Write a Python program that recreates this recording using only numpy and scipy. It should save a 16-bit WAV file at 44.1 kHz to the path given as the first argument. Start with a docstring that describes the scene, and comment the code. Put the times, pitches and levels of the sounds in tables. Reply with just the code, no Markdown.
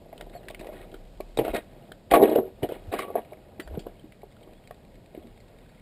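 """Beside a ruined wall, boots tread on loose fibre-cement sheets and rubble, heard by a head-worn camera.
Blows ring the sheets, shards crack in short noise bursts, and grit crunches as dense random clicks.
Steps thump through the body as low pulses; an even tick and thin bird whistles are faint behind them.
Shaped noise makes the distant air and the wind rumbling on the camera's housing.
The recorder holds each of its 12000 samples a second, so the sound is mirrored into the treble."""
import sys
import numpy as np
from scipy import signal
from scipy.fft import rfft, irfft, next_fast_len
from scipy.io import wavfile
from scipy.ndimage import uniform_filter1d

SR = 44100
rng = np.random.default_rng(int(sys.argv[2]) if len(sys.argv) > 2 else 0)


def log_audio(samples):
    """Write samples as a 16-bit WAV file to the path given in sys.argv[1]."""
    # one column per channel
    frames = np.atleast_2d(samples).T
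    # limit to full scale, then quantise
    limited = np.clip(frames, -1, 1)
    pcm = np.round(limited * 32767).astype(np.int16)
    wavfile.write(sys.argv[1], SR, pcm)


N = 256220
FAST = next_fast_len(N)  # a length that the Fourier transform handles quickly
CRACK_RISE_S = 0.00037

# The ways a sheet can ring. Each row: pitch in Hz, relative level in dB.
SHEET_MODES = [(230, -6), (313, -3), (380, -0.5), (427, -3), (466, -1.5), (539, -4), (616, -2), (684, -2.5),
               (733, -7), (798, -8), (947, -14.5), (1115, -19.5)]
# A sole pressing into the debris. Each row: start in seconds, seconds from the start until it lets go,
# sheet rattle level in dB, grit level in dB.
SOLE_PRESSES = [(0.168, 0.045, -46.5, -65), (0.317, 0.045, -55, -58), (0.432, 0.069, -49.5, -78),
                (0.598, .1, -43.5, -60.5), (0.714, 0.12, -45.5, -56), (1.376, 0.041, -24, -54),
                (1.431, 0.075, -30.5, -46.5), (1.532, 0.04, -29.5, -35.5), (2.102, 0.018, -26, -35),
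                (2.131, 0.015, -15, -21.5), (2.164, 0.076, -19.5, -53), (2.214, 0.04, -17.5, -37),
                (2.257, 0.076, -24.5, -44), (2.338, 0.047, -27, -49), (2.424, 0.062, -46, -64),
                (2.619, 0.034, -31, -49.5), (2.68, 0.078, -38, -53), (2.912, 0.055, -32.5, -42),
                (2.97, 0.056, -36, -41), (3.024, 0.15, -41.5, -61.5), (3.154, 0.029, -32.5, -49),
                (3.592, .03, -47, -64), (3.689, 0.12, -44, -64), (3.842, 0.046, -43.5, -81),
                (4.378, 0.16, -53.5, -73), (5.133, .1, -55, -68)]
# Debris shifting between the steps. Each row: time in seconds, sheet rattle level in dB, grit level in dB.
QUIET_SHUFFLE = [(0, -54.5, -73), (0.4, -51.5, -66), (0.95, -51, -66.5), (1.15, -65, -77),
                 (1.6, -58, -64.5), (1.85, -52, -66), (2.0, -64, -75), (2.5, -67, -71), (2.8, -48, -62.5),
                 (3.3, -53.5, -65.5), (3.5, -56, -68.5), (3.9, -54.5, -66.5), (4.1, -70, -71),
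                 (5.0, -60, -71), (5.81, -63.5, -66.5)]


def undb(db):
    """Turns decibels into a plain gain."""
    return 10 ** (np.asarray(db) / 20)


def unit(x):
    """Scales to an rms (average strength) of 1."""
    return x / np.sqrt(np.mean(x ** 2))


def fade(t, t60):
    """Dies away exponentially, by 60 dB in t60 seconds."""
    return np.exp(-np.log(1000) * t / t60)


def colour(x, table):
    """Shapes the spectrum with a gain curve through (Hz, dB) points."""
    hz, db = np.transpose(table)
    f = np.fft.rfftfreq(FAST, 1 / SR) + 1  # 1 Hz up, to avoid the log of zero
    gain = undb(np.interp(np.log(f), np.log(hz), db))
    return irfft(rfft(x, FAST) * gain, FAST)[:N]


def band(x, hz, width_hz):
    """Rings like a single resonance, with gain 1 at its centre."""
    return signal.lfilter(*signal.iirpeak(hz, hz / width_hz, fs=SR), x)


def add(out, s, x, db):
    """Mixes x in at s seconds, with its peak at db."""
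    i = int(s * SR)
    x = x[:N - i]
    out[i:i + len(x)] += x * undb(db) / np.abs(x).max()


def walk(rate):
    """Wanders smoothly between random levels, drawn rate times a second."""
    k = int(SR / rate)
    levels = rng.standard_normal(N // 64)
    held = levels[np.arange(N) // k]
    return 0.67 * uniform_filter1d(uniform_filter1d(held, k), k)


def grains(rate, spread_db):
    """Scatters random clicks, rate a second on average: most small, a few large."""
    size = undb(spread_db * rng.exponential(size=N)) * rng.standard_normal(N)
    return size * (rng.random(N) < rate / SR)


def knocks(focus=0.27, scatter_db=5.5):
    """Each blow rings the sheet modes nearest to where it lands; the top mode has its own level."""
    # Blows on the sheets. Each row: start in seconds, peak level in dB, centre of the ring in Hz,
    # top mode level in dB against the other modes summed, ring time to fall 60 dB in seconds.
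    blows = [(0.127, -32.5, 552, -35, 0.033), (0.21, -36, 678, -37, 0.022), (0.35, -31, 690, -41, 0.11),
             (0.502, -32, 600, -30, 0.049), (0.598, -33, 257, -30, 0.028), (0.644, -34, 780, -20, 0.016),
             (0.657, -36, 493, -35, 0.1), (0.689, -29.5, 580, -44, .047), (0.939, -32, 393, -51, 0.059),
             (1.202, -21.5, 473, -27.5, 0.027), (1.373, -17.5, 460, -31, 0.012),
             (1.387, -12.5, 420, -32, 0.038), (1.449, -20.5, 470, -29, 0.055),
             (1.479, -22.5, 554, -29, 0.039), (1.548, -18, 515, -44, 0.028), (1.569, -31, 574, -37, 0.073),
             (1.916, -36, 523, -42, 0.043), (2.116, -10, 586, -33, 0.092), (2.136, -2, 700, -13.5, 0.068),
             (2.16, -8, 740, -27, 0.052), (2.224, -2.5, 412, -37, 0.11), (2.238, -13.5, 360, -32, 0.077),
             (2.255, -29, 446, -36, 0.11), (2.295, -23.5, 344, -39, 0.14), (2.314, -16.5, 376, -31, 0.17),
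             (2.358, -8, 527, -47, 0.058), (2.384, -16, 405, -46, 0.13), (2.409, -20.5, 400, -55, 0.22),
             (2.623, -27.5, 594, -42, 0.056), (2.631, -16.5, 365, -54, 0.054), (2.69, -29, 403, -42, 0.052),
             (2.721, -19.5, 480, -45, 0.015), (2.916, -33.5, 720, -24, 0.11),
             (2.937, -18, 514, -23.5, 0.027), (2.99, -22, 950, 1, 0.023), (3.03, -33, 900, 0, 0.1),
             (3.08, -31, 490, -15, .055), (3.101, -24.5, 500, -23.5, 0.049),
             (3.154, -12, 564, -33.5, 0.048), (3.179, -22, 665, -28, 0.055),
             (3.321, -31.5, 560, -31, 0.054), (3.594, -27, 299, -42, 0.041), (3.674, -34.5, 660, -37, 0.05),
             (3.773, -20, 293, -45, 0.035), (3.866, -25.5, 640, -42, 0.018), (4.038, -37, 270, -44, 0.12),
             (4.232, -33, 649, -42, 0.036), (4.474, -40.5, 220, -19, .041), (4.708, -31, 619, -26, 0.024),
             (5.148, -31.5, 414, -49, 0.042), (5.175, -30.5, 248, -46, .042),
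             (5.242, -38.5, 264, -43, 0.18)]
    rise_s = 0.0014
    out = np.zeros(N)
    t = np.arange(SR // 7) / SR
    hz, db = np.transpose(SHEET_MODES)[:, :, None]
    damping = np.r_[np.ones(len(SHEET_MODES) - 1), .7][:, None]  # the top mode rings on
    rise = 1 - np.exp(-(t / rise_s) ** 2)
    chance = rng.standard_normal((len(blows), 3, len(SHEET_MODES), 1))
    for (s, peak_db, centre, top_db, t60), (detune, gain, side) in zip(blows, chance):
        nearness = 1 / (1 + (np.log(hz / centre) / focus) ** 2)
        share = undb(db + scatter_db * gain) * nearness
        share[-1] = undb(top_db) * share[:-1].sum()
        sign = np.sign(side + .8)  # most modes start upwards, some downwards
        waves = np.sin(2 * np.pi * hz * (1 + 0.012 * detune) * t)
        ring = np.sum(sign * share * fade(t, t60) ** damping * waves, axis=0)
        add(out, s, ring * rise, peak_db)
    return out


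def crack(noise, hz, high_hz, high_db, t60, rise_s, broad_db=-24.5, snap_s=0.0025, snap_db=-1.0):
    """A snap and a gritty tail of splinters, ringing two resonances of the shard."""
    t = np.arange(len(noise[0])) / SR
    grain = 60  # samples for which the tail keeps each random level
    levels = np.repeat(noise[1, :200], repeats=grain)[:len(t)]
    splinters = undb(1.8 * uniform_filter1d(levels, size=grain // 2))
    burst = noise[0] * (undb(snap_db) * np.exp(-t / snap_s) + splinters * fade(t, t60))
    burst = burst * (1 - np.exp(-t / rise_s))
    broad = band(band(burst, 2060, 2600), 2100, 2100)
    low_ring = band(burst, hz, 0.22 * hz)  # widths are shares of the pitch
    high_ring = band(burst, high_hz, 0.07 * high_hz)
    return undb(broad_db) * broad + low_ring + undb(high_db) * high_ring


def cracks():
    """Shards snap under the soles, and faint splinters crack at random moments."""
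    # Each row: start in seconds, peak level in dB, low ring in Hz, high ring in Hz,
    # high ring gain in dB, tail time to fall 60 dB in seconds.
    shards = [(0.127, -47, 2100, 2890, -17, 0.17), (0.178, -38.5, 2780, 3380, -4, 0.024),
              (0.21, -28.5, 2070, 2980, -4, 0.0076), (0.2227, -47, 1910, 3020, -1, 0.017),
              (0.297, -45.5, 1990, 3530, 9, 0.022), (0.4309, -47.5, 1740, 2800, 3, .04),
              (0.4525, -50, 1820, 3670, 2, 0.031), (0.484, -27.5, 1870, 2800, -21, 0.033),
              (0.499, -38, 2330, 3470, 10, 0.03), (0.5083, -38, 2780, 3100, 6, .034),
              (0.546, -29.5, 2140, 3020, -21, 0.031), (0.593, -37, 2480, 3770, -7, 0.11),
              (0.609, -39, 1900, 3740, 1, .043), (0.6443, -44, 2220, 2930, -1, 0.032),
              (0.6685, -39.5, 2030, 2810, -15, .049), (0.9157, -48, 2670, 3110, 1, 0.045),
              (0.9413, -37.5, 1490, 3140, -3, 0.056), (1.051, -53, 2080, 3040, -1, 0.023),
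              (1.206, -37.5, 2340, 3870, -9, .036), (1.372, -26, 2280, 3720, 5, 0.052),
              (1.3882, -24, 2270, 2770, -13, 0.081), (1.449, -30.5, 1380, 2770, -5, .05),
              (1.48, -31, 1350, 2770, 2, 0.11), (1.5459, -25, 2090, 3670, -7, 0.047),
              (1.5644, -27, 2350, 3800, 7, 0.019), (1.919, -30.5, 1490, 3120, 0, 0.013),
              (2.112, -18.5, 2190, 3150, -13, 0.091), (2.1403, -17, 1940, 2650, -12, 0.019),
              (2.159, -27, 2200, 2830, -8, 0.038), (2.2243, -26.5, 1900, 3530, -8, .04),
              (2.236, -29, 1930, 2970, 1, 0.052), (2.297, -38, 1980, 3950, 4, 0.064),
              (2.354, -27.5, 1400, 2840, -5, 0.048), (2.63, -29, 1980, 2950, 3, 0.075),
              (2.688, -37.5, 1540, 2980, -3, 0.11), (2.7214, -39, 1710, 2900, 14, 0.12),
              (2.925, -31.5, 1670, 3700, -7, 0.098), (2.9401, -29, 2540, 3200, -21, 0.054),
              (2.9882, -26, 2270, 2850, -19, 0.12), (3.154, -36, 1630, 3150, -19, 0.033),
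              (3.248, -48.5, 2240, 3590, -20, 0.047), (3.3305, -42.5, 1990, 4130, -24, 0.048),
              (3.5984, -28.5, 1770, 2920, -11, 0.082), (3.675, -41, 1510, 3150, -19, 0.042),
              (3.751, -45, 1470, 2770, -5, 0.037), (3.7924, -38, 3030, 4470, -0.5, 0.12),
              (3.868, -46, 1344, 2830, -12, .034), (3.9938, -50, 2340, 3150, 18.5, 0.053),
              (4.121, -43.5, 2150, 3200, -24, .032), (4.3652, -48.5, 1340, 3060, 3, 0.035),
              (4.409, -53.5, 2700, 3670, 3, .03), (4.4317, -49, 1980, 3080, 17, 0.046),
              (4.6736, -38.5, 2260, 3840, 3, 0.014), (4.7095, -38, 1750, 2880, -19, .015),
              (5.149, -44.5, 2050, 2810, -4, 0.031), (5.402, -47, 2070, 4400, 4.5, .035)]
    splinters_per_s, loudest_splinter_db = 4, -52
    out = np.zeros(N)
    for (s, db, *shape), noise in zip(shards, rng.standard_normal((len(shards), 2, SR // 10))):
        add(out, s, crack(noise, *shape, CRACK_RISE_S), db)
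    count = int(splinters_per_s * N / SR)
    length = SR // 20
    chance = rng.random((count, 3))
    for (when, weakness, pitch), noise in zip(chance, rng.standard_normal((count, 2, length))):
        splinter = crack(noise, 1400 + 1300 * pitch, 3700 - 800 * pitch, 0.5, 0.011, CRACK_RISE_S)
        add(out, when * (N - length) / SR, splinter, loudest_splinter_db - 8 * weakness)
    return out


def pressure(levels_db, shuffle_db, release_s):
    """Each press swells, holds and lets go; the powers add up over the quiet shuffling."""
    press_s = 0.017
    t = np.arange(N) / SR
    power = undb(np.interp(t, np.transpose(QUIET_SHUFFLE)[0], shuffle_db)) ** 2
    for (s, hold, *_), db in zip(SOLE_PRESSES, levels_db):
        swell = np.clip((t - s) / press_s, 0, 1)
        let_go = np.exp(-np.maximum(t - s - hold, 0) / release_s)
        power = power + (undb(db) * swell * let_go) ** 2
    return np.sqrt(power)


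def crunch():
    """Crushed grit crackles, and the same grains set the sheets rattling."""
    # The tone of the grit. Each row: frequency in Hz, relative gain in dB.
    grit_tone = [(300, -37), (800, 3), (1300, 4.5), (2200, 6.5), (3000, 1), (4000, -0.5), (4600, -16),
                 (5300, -18.5), (6000, -35)]
    _, _, rattle_db, grit_db = np.transpose(SOLE_PRESSES)
    _, quiet_rattle_db, quiet_grit_db = np.transpose(QUIET_SHUFFLE)
    t = np.arange(N) / SR
    crush = grains(700, 2.9)

    rattle = 0
    for k, (hz, db) in enumerate(SHEET_MODES[:-1]):
        rattle = rattle + (-1) ** k * undb(db) * band(crush, hz, 45.)
    # the rattle stays dull, with little above 1.6 kHz
    rattle = signal.sosfilt(signal.butter(2, 1600., fs=SR, output="sos"), rattle)

    # fine grains are short puffs of noise
    clicks = np.abs(crush) + 0.51 * np.abs(grains(2000, 1.0))
    puffs = np.convolve(clicks, fade(t[:500], 0.015))[:N]
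    hiss = puffs * rng.standard_normal(N)
    # chips of each size clink at their own pitch, five pitches to the octave
    chips = 0
    for hz in 950 * 2 ** (np.arange(13) / 5):
        chips = chips + unit(band(grains(400, 2.6), hz, 0.052 * hz)) * np.sqrt(hz)
    grit = colour(unit(hiss) + undb(0.5) * unit(chips), grit_tone)

    return (unit(rattle) * pressure(rattle_db, quiet_rattle_db, release_s=0.014)
            + unit(grit) * pressure(grit_db, quiet_grit_db, release_s=0.015))


def thumps():
    """Steps carried up the body are low sine waves that swell and fade smoothly."""
    # Each row: start in seconds, peak level in dB, pitch in Hz, length in seconds.
    body_steps = [(1.366, -32, 128, 0.08), (1.44, -40, 58, 0.13), (2.117, -31, 43.1, 0.04),
                  (2.229, -50, 160, 0.059), (2.624, -24.5, 120, 0.021), (2.867, -32.5, 89, 0.048),
                  (3.645, -39, 56.7, 0.099), (3.702, -33, 74.4, 0.072), (3.769, -27, 156, 0.024),
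                  (5.168, -47, 76, 0.056)]
    out = np.zeros(N)
    for s, db, hz, length in body_steps:
        t = np.arange(0, length, 1 / SR)
        add(out, s, np.sin(2 * np.pi * hz * t) * np.hanning(len(t)), db)
    return out


def ticks():
    """A faint dry tick repeats evenly to the end, each a noise burst ringing like a crack."""
    start_s, period_s, peak_db = 4.217, 0.1053, -50.5
    out = np.zeros(N)
    times = np.arange(start_s, N / SR, period_s)
    for s, noise in zip(times, rng.standard_normal((len(times), 2, SR // 20))):
        add(out, s, crack(noise, 2280, 3700, -0.12, 0.033, 0.00028), peak_db)
    return out


def bird():
    """Faint distant notes are gliding sine whistles, their level roughened by distance."""
    # Each row: start in seconds, length in seconds, start pitch in Hz, middle pitch in Hz,
    # end pitch in Hz, peak level in dB before the roughening.
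    notes = [(0.333, 0.053, 4200, 4470, 4250, -56.5), (0.367, 0.051, 4250, 3930, 3450, -66),
             (2.93, 0.028, 4870, 4800, 4700, -50), (3.609, 0.055, 4550, 4660, 4500, -59),
             (4.54, 0.059, 3130, 3420, 3380, -66), (4.641, .03, 3310, 3200, 3200, -62.5),
             (4.74, 0.069, 3950, 4010, 4020, -83), (5.686, 0.035, 4480, 4470, 4450, -67)]
    out = np.zeros(N)
    for s, length, *hz, db in notes:
        t = np.arange(0, 1, 1 / (SR * length))  # 0 to 1 through the note
        pitch = np.interp(t, [0, .5, 1], hz)
        note = np.sin(2 * np.pi * np.cumsum(pitch) / SR)
        add(out, s, note * np.sin(np.pi * t), db)
    return out * undb(4. * walk(200))


def air():
    """Far noise in octave bands that swell together and flicker alone, over the wind's rumble."""
    # The tone of the far noise. Each row: frequency in Hz, relative gain in dB.
    air_tone = [(25, -10.5), (55, -9.5), (92, -6), (227, -9), (309, -15.5), (600, -13.5), (1290, -34.5),
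                (2200, -35), (3840, -34), (5120, -36), (6500, -45)]
    # Wind on the housing. Each row: time in seconds, rumble level in dB.
    wind = [(0.0, -70), (0.11, -54), (1.41, -44), (1.52, -41), (1.62, -50), (2.09, -59), (2.15, -41),
            (2.18, -56), (2.72, -58), (2.9, -42), (3.09, -68), (3.62, -68), (3.66, -45), (4.01, -58.5),
            (5.37, -56), (5.81, -55.5)]
    air_db = -53
    spectrum = rfft(colour(rng.standard_normal(N), air_tone), FAST)
    swell = walk(0.58)
    far = 0
    octaves_up = np.log2(np.fft.rfftfreq(FAST, 1 / SR) / 50 + 1e-9)  # counted from 50 Hz
    for octave in range(8):
        overlap = np.clip(1 - np.abs(octaves_up - octave), 0, 1)
        part = irfft(spectrum * overlap, FAST)[:N]
        far = far + part * undb(1.4 * swell + 1.04 * walk(6.2))
    rumble = colour(rng.standard_normal(N), [(8, -34), (20, -6.5), (36, 12), (55, -9.5), (90, -39.5)])
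    wind_db = np.interp(np.arange(N) / SR, *np.transpose(wind))
    return unit(far) * undb(air_db) + unit(rumble) * undb(wind_db)


def scene():
    """Mixes the steps and their short echo with the body thumps and the background."""
    steps = knocks() + cracks() + crunch()
    t = np.arange(SR // 5) / SR
    # the wall and the heaps around throw back a short diffuse tail, after 4 ms
    tail = unit(rng.standard_normal(len(t)) * fade(t, 0.15) * (t > .004)) / np.sqrt(len(t))
    yard = undb(-16.0) * signal.fftconvolve(steps, tail)[:N]
    return (steps + yard + thumps() + ticks() + bird() + air())[None]


def record(dry):
    """Holding each sample mirrors the sound around the hold rate and weakens its treble."""
    hold_hz, top_hz = 12000, 15300
    low = signal.sosfilt(signal.butter(8, 5200., fs=SR, output="sos"), dry)
    # the cosine makes the mirror image, the sinc curve the treble droop
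    sampled = low * (1 + 2 * np.cos(2 * np.pi * hold_hz * np.arange(N) / SR))
    droop = np.sinc(np.fft.rfftfreq(FAST, 1 / SR) / hold_hz)
    held = irfft(rfft(sampled, FAST) * droop, FAST)[:, :N]
    return signal.sosfilt(signal.ellip(8, .2, 70, top_hz, fs=SR, output="sos"), held)


dry = scene()
out = record(dry)
log_audio(out)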